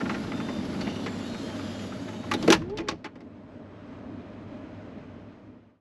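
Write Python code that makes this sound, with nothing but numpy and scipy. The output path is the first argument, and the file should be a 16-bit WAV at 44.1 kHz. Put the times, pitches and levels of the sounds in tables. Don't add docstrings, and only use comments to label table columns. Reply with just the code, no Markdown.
import sys
import numpy as np
from scipy import signal
from scipy.io import wavfile
from scipy.ndimage import uniform_filter1d

SR = 44100
rng = np.random.default_rng(int(sys.argv[2]) if len(sys.argv) > 2 else 0)


def dump_mix(stems):
    frames = np.atleast_2d(stems).T
    limited = np.clip(frames, -1, 1)
    pcm = np.round(limited * 32767).astype(np.int16)
    wavfile.write(sys.argv[1], SR, pcm)


def magnitude_from_level(level_db):
    exponent = np.asarray(level_db, float) / 20
    return 10 ** exponent


N = 255996
SHUT_S = 2.56
EDGE_NOTCH_HZ, EDGE_NOTCH_WIDTH_HZ = 9030, 940


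def rms_one(x):
    return x / np.sqrt(np.mean(x ** 2) + 1e-20)


def in_time(rows):
    s, *columns = np.transpose(rows)
    return [np.interp(np.arange(N) / SR, s, c) for c in columns]


def ramp(start_s, length_s):
    return np.clip((np.arange(N) / SR - start_s) / length_s, 0, 1)


def gate(start_s, end_s, edge_s):
    t = np.arange(N) / SR
    return np.clip(np.minimum(t - start_s, end_s - t) / edge_s + 1, 0, 1)


def drift(rate_hz):
    r = np.exp(-80 * np.pi * rate_hz / SR)
    chance = rng.standard_normal(N // 40 + 2002)
    slow = signal.lfilter([1], [1, -2 * r, r * r], chance)[2000:]
    return np.interp(np.arange(N) / 40, np.arange(len(slow)), rms_one(slow))


def band(x, low_hz, high_hz):
    return signal.sosfilt(signal.butter(2, [low_hz, high_hz], "band", fs=SR, output="sos"), x)


def resonate(x, hz, width_hz):
    r = np.exp(-np.pi * width_hz / SR)
    zeros = np.array([1, 0, -1]) * (1 - r * r) / 2
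    return signal.lfilter(zeros, [1, -2 * r * np.cos(2 * np.pi * hz / SR), r * r], x)


def coloured(spectrum, patchy_db, rate_hz):
    hz, level_db = np.transpose(spectrum)
    edges_hz = hz[0] * 2 ** np.arange(0, np.log2(hz[-1] / hz[0]) + 1e-3, 1 / 3)
    together = drift(rate_hz)
    white = rng.standard_normal((2, N))
    out = 0
    for k, (low, high) in enumerate(zip(edges_hz, edges_hz[1:])):
        centre_db = np.interp(np.log(low * high) / 2, np.log(hz), level_db)
        flicker_db = patchy_db * (.7 * together + drift(rate_hz))
        out = out + magnitude_from_level(centre_db + flicker_db) * band(white[k % 2], low, high)
    return rms_one(out)


# time_s, level_db
ROLLER_LOAD = [
    (0.0, -29.5),
    (0.12, -33),
    (0.9, -33),
    (1.3, -36.5),
    (2.12, -38.5),
    (2.32, -38),
    (2.45, -30.5),
    (2.52, -27),
]
# freq_hz, density_db_per_hz
RAIL_SPECTRUM = [(18, -56), (30, -14.5), (65, -15), (102, -6), (140, -10.5), (178, 1), (243, 5.5),
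                 (400, -11.5), (613, -25.5), (748, -15), (900, -19.5), (1170, -43), (1980, -120)]
# freq_hz, density_db_per_hz
OPEN_AIR_SPECTRUM = [(240, -30), (400, -1), (555, -2.5), (607, 7.5), (736, -12.5), (1260, -8.5),
                     (2810, -16.5), (3260, -15.5), (3950, -16.5), (6960, -25.5), (9090, -32), (10900, -35),
                     (14000, -61)]


def rail():
    load_db, = in_time(ROLLER_LOAD)
    rumble = magnitude_from_level(load_db + 1.0) * coloured(RAIL_SPECTRUM, patchy_db=0.0, rate_hz=36)
    narrowing_db = -4.5 * ramp(1.83, 0.32)
    seal_squeeze_db = 4.5 * ramp(2.33, .12)
    hiss_db = -42.5 + narrowing_db + seal_squeeze_db
    air = coloured(OPEN_AIR_SPECTRUM, patchy_db=1.1, rate_hz=12)
    hiss = magnitude_from_level(hiss_db) * (air + 1.2 * resonate(air, 10900, 570))
    hiss = hiss - resonate(hiss, EDGE_NOTCH_HZ, EDGE_NOTCH_WIDTH_HZ)
    return (rumble + hiss) * gate(-1, 2.5, 0.007)


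# pitch_hz, level_db, t60_s
PANEL_MODES = [(167, -13, 0.087), (249, -0.5, 0.12), (329, 13, 0.09), (406, -8.5, 0.15), (600, -7.5, 0.05)]
LATCH_MODES = [(861.5, 11.5, 0.054), (1080, -2.5, 0.049), (1220, -4.5, 0.03), (1370, -7, 0.038),
               (1740, -21.5, .05), (1940, -12.5, 0.043), (2190, -20.5, .04)]
STEEL_MODES = [(2860, -3.5, 0.02), (2990, 3.5, 0.061), (3600, 2.2, 0.0072), (4042, -3, 0.05),
               (4430, -1.5, 0.085), (5370, -5, 0.048), (5720, -3, 0.015)]
TICK_MODES = [(6524, 1.5, 0.026), (6850, 1, 0.022), (8600, -7, .02), (9860, -15.5, .02), (10100, -5, .02),
              (12200, -7, 0.02), (13200, -15.5, .015)]


def blows(rows, bare_db, hold_s, t60_s):
    out, size = np.zeros(N), int(.22 * SR)
    t = np.arange(size) / SR
    parts = [(LATCH_MODES, 800, 2600), (PANEL_MODES, 150, 650),
             (STEEL_MODES, 2500, 6000), (TICK_MODES, 6000, 14200)]
    tail = magnitude_from_level(-27.0 - 60 * t / 0.38)
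    for s, *levels_db, loudest_hz in rows:
        chance = rng.standard_normal((2, size))
        contacts = chance[0] * (rng.random(size) < .22) + tail * chance[1]
        spreads_db = rng.normal(0, 4.5, (4, 8))
        for (modes, low, high), db, spread_db in zip(parts, levels_db, spreads_db):
            rise = np.clip(t * low / 0.17, 0, 1)
            dying_s = np.clip(t - hold_s * (800 / low) ** .4, 0, None)
            fall = magnitude_from_level(-60 * dying_s / (t60_s * (700 / low) ** 0.24))
            rattle = contacts * rise * (fall + tail * magnitude_from_level(-30 * t * low / 2000))
            rings = sum(magnitude_from_level(mode_db + extra_db) * resonate(rattle, hz, 2.6 / d) * np.sqrt(d / 0.066)
                        for (hz, mode_db, d), extra_db in zip(modes, spread_db))
            sound = band(rings + magnitude_from_level(bare_db) * band(rattle, low, high), low, high)
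            sound = sound + 2.0 * resonate(sound, loudest_hz, 0.077 * loudest_hz)
            peak = np.sqrt(uniform_filter1d(sound ** 2, size=300).max())
            i = max(int((s - .001) * SR), 0)
            out[i:i + size] += magnitude_from_level(db) * sound / peak
    return out


def parts_db(s, db, hard_db, loudest_hz, weight_db, tick_db):
    return s, db, db + weight_db, db + hard_db, db + hard_db + tick_db, loudest_hz


# start_s, level_db, hardness_db, loudest_hz, weight_db
LATCH_CLUNKS = [(2.314, -23, -10.5, 1180, -10), (2.337, -30, -1, 3800, 5), (2.426, -42.5, 4, 1120, 14),
                (2.478, -26, -6, 1280, 14), (2.503, -21, 2.1, 1650, 2), (2.524, -16.5, -1, 933, -2.5),
                (2.546, -30.5, -5, 1708, -13), (2.617, -43.5, -15, 1020, -12), (2.697, -52, -3.5, 1220, 11),
                (2.773, -44.5, 5.5, 3070, 7.5), (2.785, -36.5, -2.5, 2470, 4), (2.804, -44, -7, 1970, 8),
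                (2.875, -43, -16.5, 2070, 2), (2.886, -26, -2.5, 1080, -3), (2.912, -40.5, -5.5, 1130, 6.5),
                (3.044, -37, -8.5, 4380, -1.5), (3.056, -39.5, -13, 1440, -2.5),
                (3.156, -54.5, -8, 1890, 9), (3.206, -56, -5.5, 2090, 9.5)]


def clunks():
    rows = [parts_db(*row, -12 if row[0] < SHUT_S else -20.5) for row in LATCH_CLUNKS]
    return blows(rows, bare_db=-0.5, hold_s=0.0064, t60_s=0.082)


# start_s, level_db, hardness_db, loudest_hz
RAIL_KNOCKS = [(0.007, -32.5, -18, 1370), (0.055, -36, -27, 1430), (0.095, -29, -14, 1470),
               (0.112, -39.5, -19, 1400), (0.144, -34, -13.5, 1400), (0.235, -48, -3, 1040),
               (0.319, -35, -22, 1320), (0.401, -36.5, -34, 1300), (0.486, -36.5, -16, 1050),
               (0.649, -60, 11.5, 1500), (0.743, -44, -10, 1370), (0.809, -40, 2, 4500),
               (0.871, -35.5, -32, 2750), (0.959, -45, -1.5, 2920), (1.062, -34, -8, 1740),
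               (1.195, -49, -17, 1280), (1.345, -41.5, -22, 1290), (1.489, -43.5, -18, 1250),
               (1.59, -40.5, -24, 1240), (1.79, -51, 2, 2500), (1.922, -40, -28, 1350),
               (2.082, -42, -11, 1310), (2.133, -46.5, -24, 1040), (2.234, -43.5, -16, 1044)]


def knocks():
    rows = [parts_db(*row, weight_db=-4.5, tick_db=-21) for row in RAIL_KNOCKS]
    return blows(rows, bare_db=-2.0, hold_s=0.007, t60_s=0.088)


# start_s, length_s, pitch_hz, level_db
ROLLER_SQUEAKS = [(.2, .2, 5030, -63), (.31, .33, 3595, -54), (.38, .32, 4800, -61), (.84, .1, 2790, -58),
                  (.92, .11, 2890, -57), (.97, .33, 3425, -60), (1.0, .2, 4170, -61),
                  (1.25, .25, 4160, -56), (1.23, .18, 3760, -56), (1.42, .13, 3180, -56),
                  (1.62, .24, 3265, -56), (1.55, .21, 4955, -60), (1.14, .16, 6650, -66),
                  (1.35, .27, 6510, -66), (1.82, .2, 4800, -63), (1.86, .12, 3650, -63),
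                  (2.13, .17, 3720, -61), (1.53, .09, 615, -46), (2.37, .1, 7250, -67),
                  (2.37, .06, 4120, -60), (2.37, .1, 3080, -57), (1.35, .15, 5150, -63),
                  (.07, .08, 4100, -58), (.9, .2, 5750, -65)]
# time_s, pitch_hz
ROLLER_WHINE = [
    (1.05, 7450),
    (1.28, 7020),
    (1.56, 6990),
    (1.65, 7200),
    (1.8, 7080),
    (2.0, 6520),
    (2.2, 6500),
    (2.3, 6700),
]


def squeaks():
    waver, flutter = drift(7.1) + 0.36 * drift(46), drift(40)
    whine_hz, = in_time(ROLLER_WHINE)
    whine_turn = 2 * np.pi * np.cumsum(whine_hz * (1 + .004 * waver)) / SR
    out = magnitude_from_level(-66 + 3.0 * flutter + 4.0 * drift(4)) * np.sin(whine_turn)
    out = out * gate(ROLLER_WHINE[0][0], ROLLER_WHINE[-1][0], .03)
    strays = [(2.1 * a, .08 + .2 * b, 2600 * 3.0 ** c, -65 - 8.0 * c) for a, b, c in rng.random((60, 3))]
    for k, (start_s, length_s, hz, db) in enumerate(ROLLER_SQUEAKS + strays):
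        i, j = int(start_s * SR), int((start_s + length_s) * SR)
        own = slice(i + 1500 * k, j + 1500 * k)
        speed = (whine_hz[i:j] / whine_hz[i]) ** (.6 * (start_s > 1.8))
        turn = 2 * np.pi * np.cumsum(hz * speed * (1 + .0035 * waver[own])) / SR
        tone = np.sin(turn) + magnitude_from_level(-22) * np.sin(2 * turn) * (hz < 4300)
        level = magnitude_from_level(db + 3.5 + 1.3 * flutter[own])
        out[i:j] += level * signal.windows.tukey(j - i, .3) * tone
    return out


# start_s, end_s, level_db
ROLLER_SCRAPES = [
    (.0, 0.178, -59),
    (0.816, 1.05, -47.5),
    (1.2, 1.856, -56),
    (2.368, 2.477, -73),
]


def scrapes():
    grit = rng.standard_normal(N) * (rng.random(N) < 2500 / SR) * magnitude_from_level(3.0 * drift(31))
    ringing = sum(magnitude_from_level(db) * resonate(grit, hz, 150) for hz, db, _ in STEEL_MODES)
    steel = rms_one(band(ringing, 2500, 5000))
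    return steel * sum(magnitude_from_level(db) * gate(start_s, end_s, 0.015) for start_s, end_s, db in ROLLER_SCRAPES)


# time_s, pitch_hz, level_db
CINCH_MOTOR = [
    (2.6, 301.4, -37),
    (2.66, 356.2, -38),
    (2.695, 380.6, -37.5),
    (2.735, 417, -32),
    (2.795, 451, -43),
    (2.83, 427, -39),
    (2.885, 410, -40),
]


def cinch():
    now = np.arange(N) / SR
    hz, motor_db = in_time(CINCH_MOTOR)
    turn = 2 * np.pi * np.cumsum(hz * (1 + 0.0034 * drift(40))) / SR
    mesh = magnitude_from_level(motor_db - 13 + 2.5 * drift(35)) * np.sin(2.03 * turn) * gate(2.67, 2.86, .02)
    whine = magnitude_from_level(motor_db + 1.5 + 1.8 * drift(35)) * np.sin(turn) + mesh

    noise = rng.standard_normal((2, N))
    whirr = rms_one(band(signal.lfilter([1], [1, -.93], noise[0]), 500, 3500))
    whirr = magnitude_from_level(-56.5) * whirr * (1 + 0.37 * np.sin(turn)) * gate(2.58, 2.88, .06)
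    shudder = magnitude_from_level(-32 - 60 * np.clip(now - SHUT_S, 0, None) / 0.57)
    groan = (magnitude_from_level(-45) + shudder) * rms_one(band(noise[1], 60, 260)) * gate(2.58, 2.96, 0.072)

    t = np.clip(now - 2.7, 0, None)
    thud = magnitude_from_level(-38.5 - 60 * t / .6) * np.sin(2 * np.pi * 36 * t) * (1 - np.exp(-t / 0.025))
    reset = magnitude_from_level(-63) * np.sin(2 * np.pi * 425 * now) + magnitude_from_level(-94) * np.sin(2 * np.pi * 7983 * now)
    reset = reset * magnitude_from_level(2.0 * drift(8)) * gate(3.2, 4.0, .05)
    return whine * gate(2.61, 2.88, 0.02) + whirr + groan + thud + reset


# time_s, level_db
TRAFFIC_LEVEL = [
    (2.96, -51.5),
    (3.46, -47.5),
    (4.0, -44),
    (4.55, -43),
    (5.0, -44),
    (5.8, -42.5),
]
# freq_hz, density_db_per_hz
BOOM_SPECTRUM = [(15, -48.5), (25, -19.5), (69, -5), (92, -6), (130, -5.5), (252, -1), (502, -12),
                 (609, -6.5), (900, -31.5), (1170, -49.5), (1980, -120)]
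# freq_hz, density_db_per_hz
MUFFLED_SPECTRUM = [(410, -32), (700, -2.5), (916, -1), (1130, -2), (2620, -12), (6880, -32), (9010, -52.5),
                    (11000, -43.5), (13000, -56)]
# pitch_hz, width_hz, level_db
CABIN_MODES = [(253.3, 100, 0.5), (340, 42, -5.5), (410, 23, -5)]


def cabin():
    traffic_db, = in_time(TRAFFIC_LEVEL)
    closed = ramp(2.55, 0.11)
    low_db = -47 * (1 - closed) + (traffic_db - 7) * closed
    drone_db = -50.5 * (1 - closed) + (traffic_db - 11) * closed
    low = rms_one(resonate(resonate(rng.standard_normal(N), 101, 18), 101, 18))
    drone = rms_one(resonate(resonate(rng.standard_normal(N), 610, 79), 610, 79))
    hums = magnitude_from_level(low_db + 1.0) * low + magnitude_from_level(drone_db + 0.76) * drone

    broad = coloured(BOOM_SPECTRUM, patchy_db=1.0, rate_hz=5.2)
    modes = sum(magnitude_from_level(db) * resonate(broad, hz, width_hz) * (-1) ** k
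                for k, (hz, width_hz, db) in enumerate(CABIN_MODES))
    boom = magnitude_from_level(traffic_db + 1.5) * rms_one(broad + 1.2 * modes)
    loudest_db = traffic_db.max()
    hiss_db = loudest_db - 10.5 + 1.2 * (traffic_db - loudest_db)
    hiss = magnitude_from_level(hiss_db) * coloured(MUFFLED_SPECTRUM, patchy_db=0.87, rate_hz=9)
    return hums + (boom + hiss) * gate(1.94, 9, .06)


def scene():
    mono = rail() + clunks() + knocks() + squeaks() + scrapes() + cinch() + cabin()
    dip_hz, dip_width_hz = 743, 30
    mono = signal.lfilter(*signal.iirnotch(dip_hz, dip_hz / dip_width_hz, SR), mono) + 0.33 * mono
    return np.array([mono, mono]) / 1.363


def roll_off(x):
    return signal.sosfilt(signal.butter(12, 14260, fs=SR, output="sos"), x)


def record(dry):
    notch = signal.iirnotch(EDGE_NOTCH_HZ, EDGE_NOTCH_HZ / EDGE_NOTCH_WIDTH_HZ, SR)
    x = signal.lfilter(*notch, dry * (1 - ramp(4.926, 0.9)))
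    x = signal.sosfilt(signal.cheby2(6, 8, 11900, fs=SR, output="sos"), x)
    x = np.tanh(x)
    top = band(x[0], 11200, 15000)
    unlike = top * drift(200) * magnitude_from_level(-6) + top * magnitude_from_level(-12)
    x = x + unlike * [[-1], [1]] + magnitude_from_level(-100) * rng.standard_normal(N)
    x = signal.sosfilt(signal.cheby2(12, 60, 14300, fs=SR, output="sos"), x)
    return roll_off(x)


dry = scene()
out = record(dry)
dump_mix(out)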